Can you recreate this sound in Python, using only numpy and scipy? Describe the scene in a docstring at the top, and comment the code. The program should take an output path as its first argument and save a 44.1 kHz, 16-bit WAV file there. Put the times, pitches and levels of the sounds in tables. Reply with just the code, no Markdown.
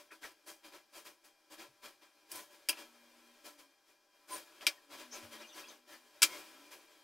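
"""Bracelet work on a cutting mat

A leather and chain bracelet is handled up close in a small, dead room. Fingers and leather rub in
short, grainy strokes, a hand bumps the table, and a clasp drops on the mat with a brief ring.
Steel pliers squeak as they stick and slip, and twice snap shut.
Behind it all sit room air, a thin electrical whine and a faint wavering drone."""
import sys
import numpy as np
from scipy import signal
from scipy.fft import rfft, irfft, next_fast_len
from scipy.io import wavfile

SR = 44100
rng = np.random.default_rng(int(sys.argv[2]) if len(sys.argv) > 2 else 0)


def to_wav(s):
    """Save 16-bit WAV."""
    ch = np.atleast_2d(s).T  # columns
    pcm = np.round(np.clip(ch, -1, 1) * 32767)  # PCM
    wavfile.write(sys.argv[1], SR, pcm.astype(np.int16))


N = 310243

# how alike the two ears are: (frequency [Hz], correlation [0-1])
EAR_LIKENESS = [(40, .8), (280, .96), (550, .92), (2200, .97), (4500, .88), (10000, .8)]
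# fixed resonances of the room and microphone body: (frequency [Hz], width [Hz], boost [dB])
ROOM_RESONANCES = [(309.6, 45, 15), (601, 40, 11), (1001, 50, 11), (1340, 43, 5), (1645, 87, 5.5),
                   (2398, 75, 10.5), (3203, 45, 11.5), (4890, 230, 3.5)]
# bounces off the nearest surfaces: (delay [s])
REFLECTION_DELAYS = [.0053, .0089, .0137, .0211]
# tone of the room air: (frequency [Hz], relative level [dB])
AIR_SPECTRUM = [(30, -20), (180, -28), (280, -15.5), (450, -14), (1300, -18.5), (3000, -24), (5500, -14.5),
                (7000, -24), (16000, -29.5)]
# partials of the electrical whine: (frequency [Hz], level [dB])
WHINE_PARTIALS = [(800, -85), (1600, -84), (2400, -82), (3200, -84)]
# stretches where the drone sounds: (start [s], end [s], level [dB])
DRONE_SPANS = [(2.786, 3.416, -76), (3.416, 3.72, -74.5), (4.847, 5.503, -69), (5.59, 6.1, -78),
               (6.501, 6.8, -70.5)]
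# glide of the drone: (time [s], pitch [Hz])
DRONE_GLIDE = [(2.8, 237.3), (3.41, 240), (3.45, 305), (3.7, 275), (4.88, 292), (5.05, 250), (5.4, 224),
               (5.75, 248), (6.5, 250), (6.8, 335)]
# hands rustling between strokes: (time [s], relative level [dB])
RUSTLE_LEVELS = [(1.35, -72), (2.15, -68), (2.9, -62), (3.35, -63.5), (4.0, -75.5), (4.52, -59),
                 (4.82, -67), (5.22, -58), (5.68, -59), (5.83, -70.5), (6.4, -55), (6.9, -62.5)]
# a hand bumping the table: (time [s], length [s], pitch [Hz], wander [Hz], level [dB])
HAND_BUMPS = [(1.68, 0.028, 124, 18, -74), (2.33, .04, 114, 17, -74), (5.225, 0.04, 115, 24, -61.5),
              (6.22, .04, 110, 29, -69)]
# metal and leather squeaking: (time [s], length [s], pitch [Hz], wander [Hz], level [dB])
STICK_SLIPS = [(.104, 0.027, 1950, 630, -51.5), (.228, 0.032, 1746, 840, -45), (2.34, .05, 1019, 28, -56),
               (4.293, 0.069, 1018, 6.7, -45.5), (4.305, 0.062, 9140, 450, -45.5),
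               (4.77, 0.026, 1830, 93, -65), (5.107, 0.056, 6020, 600, -48.5), (5.87, .11, 1814, 89, -61),
               (6.28, 0.1, 2155, 87, -54.5)]
# strokes of skin and leather: (time [s], length [s], relative level [dB], brightness [dB])
STROKES = [(-0.021, 0.033, -52.5, 3), (0.105, 0.031, -51.5, 1), (0.208, 0.064, -46, 1),
           (0.456, 0.052, -47, 6), (0.627, 0.05, -49.5, 0), (0.711, 0.055, -49, -1.5),
           (0.919, 0.083, -49.5, 3.5), (1.04, 0.042, -47.5, 2), (1.232, 0.033, -57, 5),
           (1.495, 0.049, -48.5, 1.5), (1.567, 0.067, -46.5, -0.5), (1.815, 0.062, -46.5, 0.5),
           (2.008, 0.031, -54.5, -3.5), (2.282, 0.14, -47, 6), (2.486, 0.082, -58, 2.5),
           (2.752, 0.075, -47.5, 0.5), (3.436, 0.044, -46, 3.5), (3.573, 0.038, -54.5, 3.5),
           (3.849, 0.08, -64.5, 2), (4.269, 0.13, -44, 4), (4.601, 0.035, -44, -4), (4.889, 0.076, -46, -2),
           (4.959, 0.074, -46, -1), (5.108, 0.085, -45, 0), (5.2, 0.061, -50, -0.5),
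           (5.303, 0.055, -45.5, -0.5), (5.386, 0.044, -47, -3.5), (5.528, 0.094, -46.5, 1.5),
           (5.642, 0.11, -53, -0.5), (5.857, 0.12, -52, 1), (6.231, 0.2, -46.5, 1),
           (6.699, 0.046, -48, 2.5)]
# tone of rubbing, rustle and impact tails: (frequency [Hz], relative level [dB])
RUB_SPECTRUM = [(30, -21), (170, -23.5), (290, -8.5), (450, -6), (720, -7), (1200, -7.5), (2400, -9),
                (5000, -11), (7500, -15), (11400, -16.5), (16000, -21)]
# clasp and chain hitting mat and tool: (time [s], level [dB], brightness [dB])
CLASP_HITS = [(2.316, -49.5, 14.5), (2.357, -60.5, 21.5), (2.6871, -25, 1), (2.693, -27, 3),
              (2.7283, -41.5, -31), (2.772, -46, -26), (4.609, -45.5, -33)]
# ring of the clasp: (frequency [Hz], relative level [dB])
CLASP_MODES = [(2676, -46), (2923, -48), (4791, -44), (5529, -48), (6772, -56), (7305, -57), (8446, -51)]
# tone of a knock's noise burst: (frequency [Hz], relative level [dB])
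KNOCK_SPECTRUM = [(250, -22), (1000, -3.5), (1800, -4), (2650, 13), (4000, -5), (4850, 11.5), (6700, -1.5),
                  (9300, 5), (16000, -2)]
# plier jaws meeting metal: (time [s], level [dB], body [dB], brightness [dB])
JAW_HITS = [(4.6673, -21.5, 3, -5), (6.2196, -23, -8, 1.5), (6.2292, -18, -8, 3)]
# ring of the steel pliers: (frequency [Hz], relative level [dB])
PLIER_MODES = [(2099, -47), (2326, -38), (3101, -42), (3790, -45), (4791, -39), (5410, -39), (5636, -42),
               (6142, -44), (6686, -47), (7757, -48), (8123, -43), (8436, -41), (8759, -45), (9679, -43),
               (9900, -43), (10309, -45), (10901, -51), (12177, -49)]
# tone of a snap's noise burst: (frequency [Hz], relative level [dB])
SNAP_SPECTRUM = [(250, -45.5), (800, -21.5), (1400, -9), (1900, -11), (2400, -4), (3900, -5), (5200, -3.5),
                 (8500, -8.5), (16000, -15.5)]

TAIL_T60_S = 0.24   # decay after strokes and impacts


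def from_db(db):
    """Decibels to gain."""
    return 10 ** (np.asarray(db) / 20)


def rms_one(x):
    """Scale to an rms of 1."""
    return x / np.sqrt(np.mean(x ** 2) + 1e-20)


def at_hz(points, hz):
    """Read a curve on a log-frequency axis."""
    freqs, values = np.transpose(points)
    return np.interp(np.log(hz + 1), np.log(freqs), values)


def bins(size):
    """Frequencies of an FFT."""
    return np.arange(size // 2 + 1) * SR / size


def add(out, onset, sound):
    """Mix a sound in at an onset in seconds."""
    start = round(onset * SR)
    first, last = max(start, 0), min(start + sound.shape[-1], N)
    out[:, first:last] += sound[..., first - start:last - start]


def drift(rate, size):
    """A random wobble that heads for a new value `rate` times a second."""
    points = rng.standard_normal(int(size * rate / SR) + 2)
    return np.interp(np.arange(size) * rate / SR, np.arange(len(points)), points)


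def decay(t60, size):
    """An envelope falling 60 dB in t60 seconds."""
    return np.exp(-np.log(1000) * np.arange(size) / SR / t60)


def stereo_noise(spectrum, size, grain_db=0):
    """Coloured noise with a narrow image; uneven micro-contacts make it grainy."""
    grains = from_db(grain_db * np.repeat(rng.standard_normal(size // 32 + 1), 32)[:size])
    mid, side = rfft(rng.standard_normal((2, size)) * grains)
    alike = np.clip(at_hz(EAR_LIKENESS, bins(size)), 0, 1)
    ears = np.sqrt(1 + alike) * mid + np.sqrt(1 - alike) * side * [[1], [-1]]
    return rms_one(irfft(spectrum * ears, size))


def room_noise(spectrum, size, grain_db=0):
    """Noise coloured by resonances of the room and microphone body, combed by near reflections."""
    hz = bins(size)
    peaks_db = sum(db / (1 + (2 * (hz - centre) / width) ** 2) for centre, width, db in ROOM_RESONANCES)
    reflections = sum(np.exp(-2j * np.pi * hz * delay) for delay in REFLECTION_DELAYS)
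    comb = np.abs(1 + 0.33 * reflections)
    return stereo_noise(from_db(at_hz(spectrum, hz) + peaks_db) * comb, size, grain_db)


def contact_eq(body_db, bright_db, hz):
    """Soft, broad contacts add body; hard, small ones add brightness."""
    return from_db(at_hz([(600, body_db), (1500, 0), (3500, 0.0047), (9000, bright_db)], hz))


def room_bed(air_db, rustle_trim_db, flutter_db):
    """Still air, the rustle of moving hands, and an electrical whine that swells with the rustle."""
    t, size = np.arange(N) / SR, next_fast_len(N, True)
    air = from_db(air_db) * room_noise(AIR_SPECTRUM, size)[:, :N]
    motion_db = rustle_trim_db + np.interp(t, *np.transpose(RUSTLE_LEVELS)) + flutter_db * drift(25, N)
    rustle = from_db(motion_db) * room_noise(RUB_SPECTRUM, size)[:, :N]
    whine = sum(from_db(db - drift(21, N)) * np.sin(2 * np.pi * hz * t) for hz, db in WHINE_PARTIALS)
    whine_swell = from_db(0.45 * (motion_db - motion_db.mean()))
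    return air + rustle + np.sqrt(2) * whine * whine_swell


def drone(waver_db=2.0, fade_s=0.057):
    """A faint low tone that comes, glides and goes, perhaps far traffic."""
    t = np.arange(N) / SR
    envelope = sum(from_db(db) * np.clip(np.minimum(t - start, end - t) / fade_s, 0, 1)
                   for start, end, db in DRONE_SPANS)
    pitch = np.interp(t, *np.transpose(DRONE_GLIDE))
    tone = np.sqrt(2) * np.sin(2 * np.pi * np.cumsum(pitch) / SR)
    return envelope * from_db(waver_db * drift(27, N)) * tone


def wavering_tones(events, wobbles_per_s, wet, room_t60, size=12000):
    """Each push sings one unsteady pitch, which the room smears and lets die."""
    out = np.zeros((2, N))
    for onset, length, centre_hz, wander_hz, db in events:
        pitch = centre_hz + wander_hz * drift(wobbles_per_s, size)
        push = np.sin(np.pi * np.clip(np.arange(size) / SR / length, 0, 1))
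        tone = push * np.sin(2 * np.pi * np.cumsum(pitch) / SR)
        room = stereo_noise(1, size) * decay(room_t60, size)
        reverb = signal.fftconvolve(tone[None], room)[:, :size]
        blend = rms_one(rms_one(tone) + wet * rms_one(reverb))
        add(out, onset, from_db(db) * blend * np.sqrt(np.mean(push ** 2)))
    return out


def table_bumps():
    """A hand meets the table with a soft, low thud."""
    return wavering_tones(HAND_BUMPS, wobbles_per_s=130, wet=0.89, room_t60=0.26)


def chirp_run(count=24, start_s=5.37, end_s=5.70, length_s=0.024, low_hz=2300, high_hz=6500):
    """Cues for sticking metal: tiny squeaks at random pitches, unevenly spaced, building a little."""
    jitter, height = rng.random((count, 2)).T
    progress = (np.arange(count) + jitter) / count
    onsets = start_s + progress * (end_s - start_s)
    hz = low_hz * (high_hz / low_hz) ** height
    wander_hz = 0.04 * hz
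    db = -62.5 + 3.5 * progress + 1.5 * rng.standard_normal(count)
    return np.column_stack([onsets, np.full(count, length_s), hz, wander_hz, db])


def squeaks():
    """Metal and leather stick and slip, singing with a fast, rough wobble."""
    return wavering_tones([*STICK_SLIPS, *chirp_run()], wobbles_per_s=900, wet=1.1, room_t60=0.12)


def swell(length, size):
    """Envelope of one smooth push and its dying tail."""
    power = np.sin(np.pi * np.clip(np.arange(size) / SR / length, 0, 1)) ** 2
    feedback = from_db(-120 / (TAIL_T60_S * SR))
    return np.sqrt(signal.lfilter([1 - feedback], [1, -feedback], power))


def rubbing(brush_lead_s=0.045, brush_db=-23.5, size=24000):
    """Each stroke of skin on leather is a crowd of tiny slips: a light brush around a firm push."""
    out = np.zeros((2, N))
    average_db = np.mean([db for _, _, db, _ in STROKES])
    for onset, length, db, bright_db in STROKES:
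        body_db = 0.02 * (db - average_db)
        slips = room_noise(RUB_SPECTRUM, size, grain_db=1.5)
        slips = irfft(rfft(slips) * contact_eq(body_db, bright_db, bins(size)))
        push = np.pad(swell(length, size), (round(brush_lead_s * SR), 0))[:size]
        brush = from_db(brush_db) * swell(length + 2 * brush_lead_s, size)
        add(out, onset - brush_lead_s, from_db(db) * slips * np.hypot(push, brush))
    return out


def impacts(hits, modes, spectrum, crack_db, wash_db, wash_t60, ring_t60, tail_db, low_cut_hz,
            ring_db=-8, size=16384):
    """Struck metal: a crack, a dense wash of near reflections, ringing modes and a faint room tail."""
    out, t = np.zeros((2, N)), np.arange(size) / SR
    mode_hz, mode_db = np.transpose(modes)
    mode_t60 = ring_t60 * np.sqrt(mode_hz.min() / mode_hz)   # high modes die sooner
    height = from_db(mode_db) / np.sqrt(mode_t60)   # a short ring starts higher for the same energy
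    envelope = from_db(crack_db) * decay(0.003, size) + from_db(wash_db) * decay(wash_t60, size)
    for onset, db, body_db, bright_db in hits:
        noise = room_noise(spectrum, size)
        burst = irfft(rfft(noise) * contact_eq(body_db, bright_db, bins(size))) * envelope
        tail = from_db(tail_db) * room_noise(RUB_SPECTRUM, size) * decay(TAIL_T60_S, size)
        # every blow lands elsewhere and so weights the modes anew
        scatter = from_db(rng.normal(0, 1, len(modes))) * rng.choice([-1, 1], len(modes))
        gains = height / height.max() * scatter * contact_eq(body_db, bright_db, mode_hz)
        ring = sum(gain * np.sin(2 * np.pi * hz * t) * decay(t60, size)
                   for gain, hz, t60 in zip(gains, mode_hz, mode_t60))
        add(out, onset, from_db(db) * (burst + tail + from_db(ring_db) * ring))
    # small parts radiate little bass
    return signal.sosfilt(signal.butter(4, low_cut_hz, "high", fs=SR, output="sos"), out + 1e-18)


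def clasp_knocks():
    """Clasp and chain knock on mat and tool; the softer and duller the contact, the more body."""
    hits = [(onset, db, -8 - 0.29 * bright_db, bright_db) for onset, db, bright_db in CLASP_HITS]
    return impacts(hits, CLASP_MODES, KNOCK_SPECTRUM, crack_db=-37, wash_db=-0.5, wash_t60=0.071,
                   ring_t60=0.056, tail_db=-19, low_cut_hz=210)


def plier_snaps():
    """The jaws shut on metal with a hard crack and a short, steely ring."""
    return impacts(JAW_HITS, PLIER_MODES, SNAP_SPECTRUM, crack_db=-11, wash_db=0, wash_t60=0.087,
                   ring_t60=0.1, tail_db=-21, low_cut_hz=284)


def scene():
    """Metal up front, hands beneath it, the room behind; all a little left of centre."""
    metal = plier_snaps() + clasp_knocks()
    hands = squeaks() + table_bumps() + from_db(-2.5) * rubbing()
    room = room_bed(air_db=-76, rustle_trim_db=-2.5, flutter_db=1.26) + drone()
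    return (metal + hands + room) * from_db([[1], [-1]])


def record(dry):
    """A steep low-pass takes off the top above 15.7 kHz."""
    return signal.sosfilt(signal.ellip(10, 0.2, 80, 15700, fs=SR, output="sos"), dry)


dry = scene()
out = record(dry)
to_wav(out)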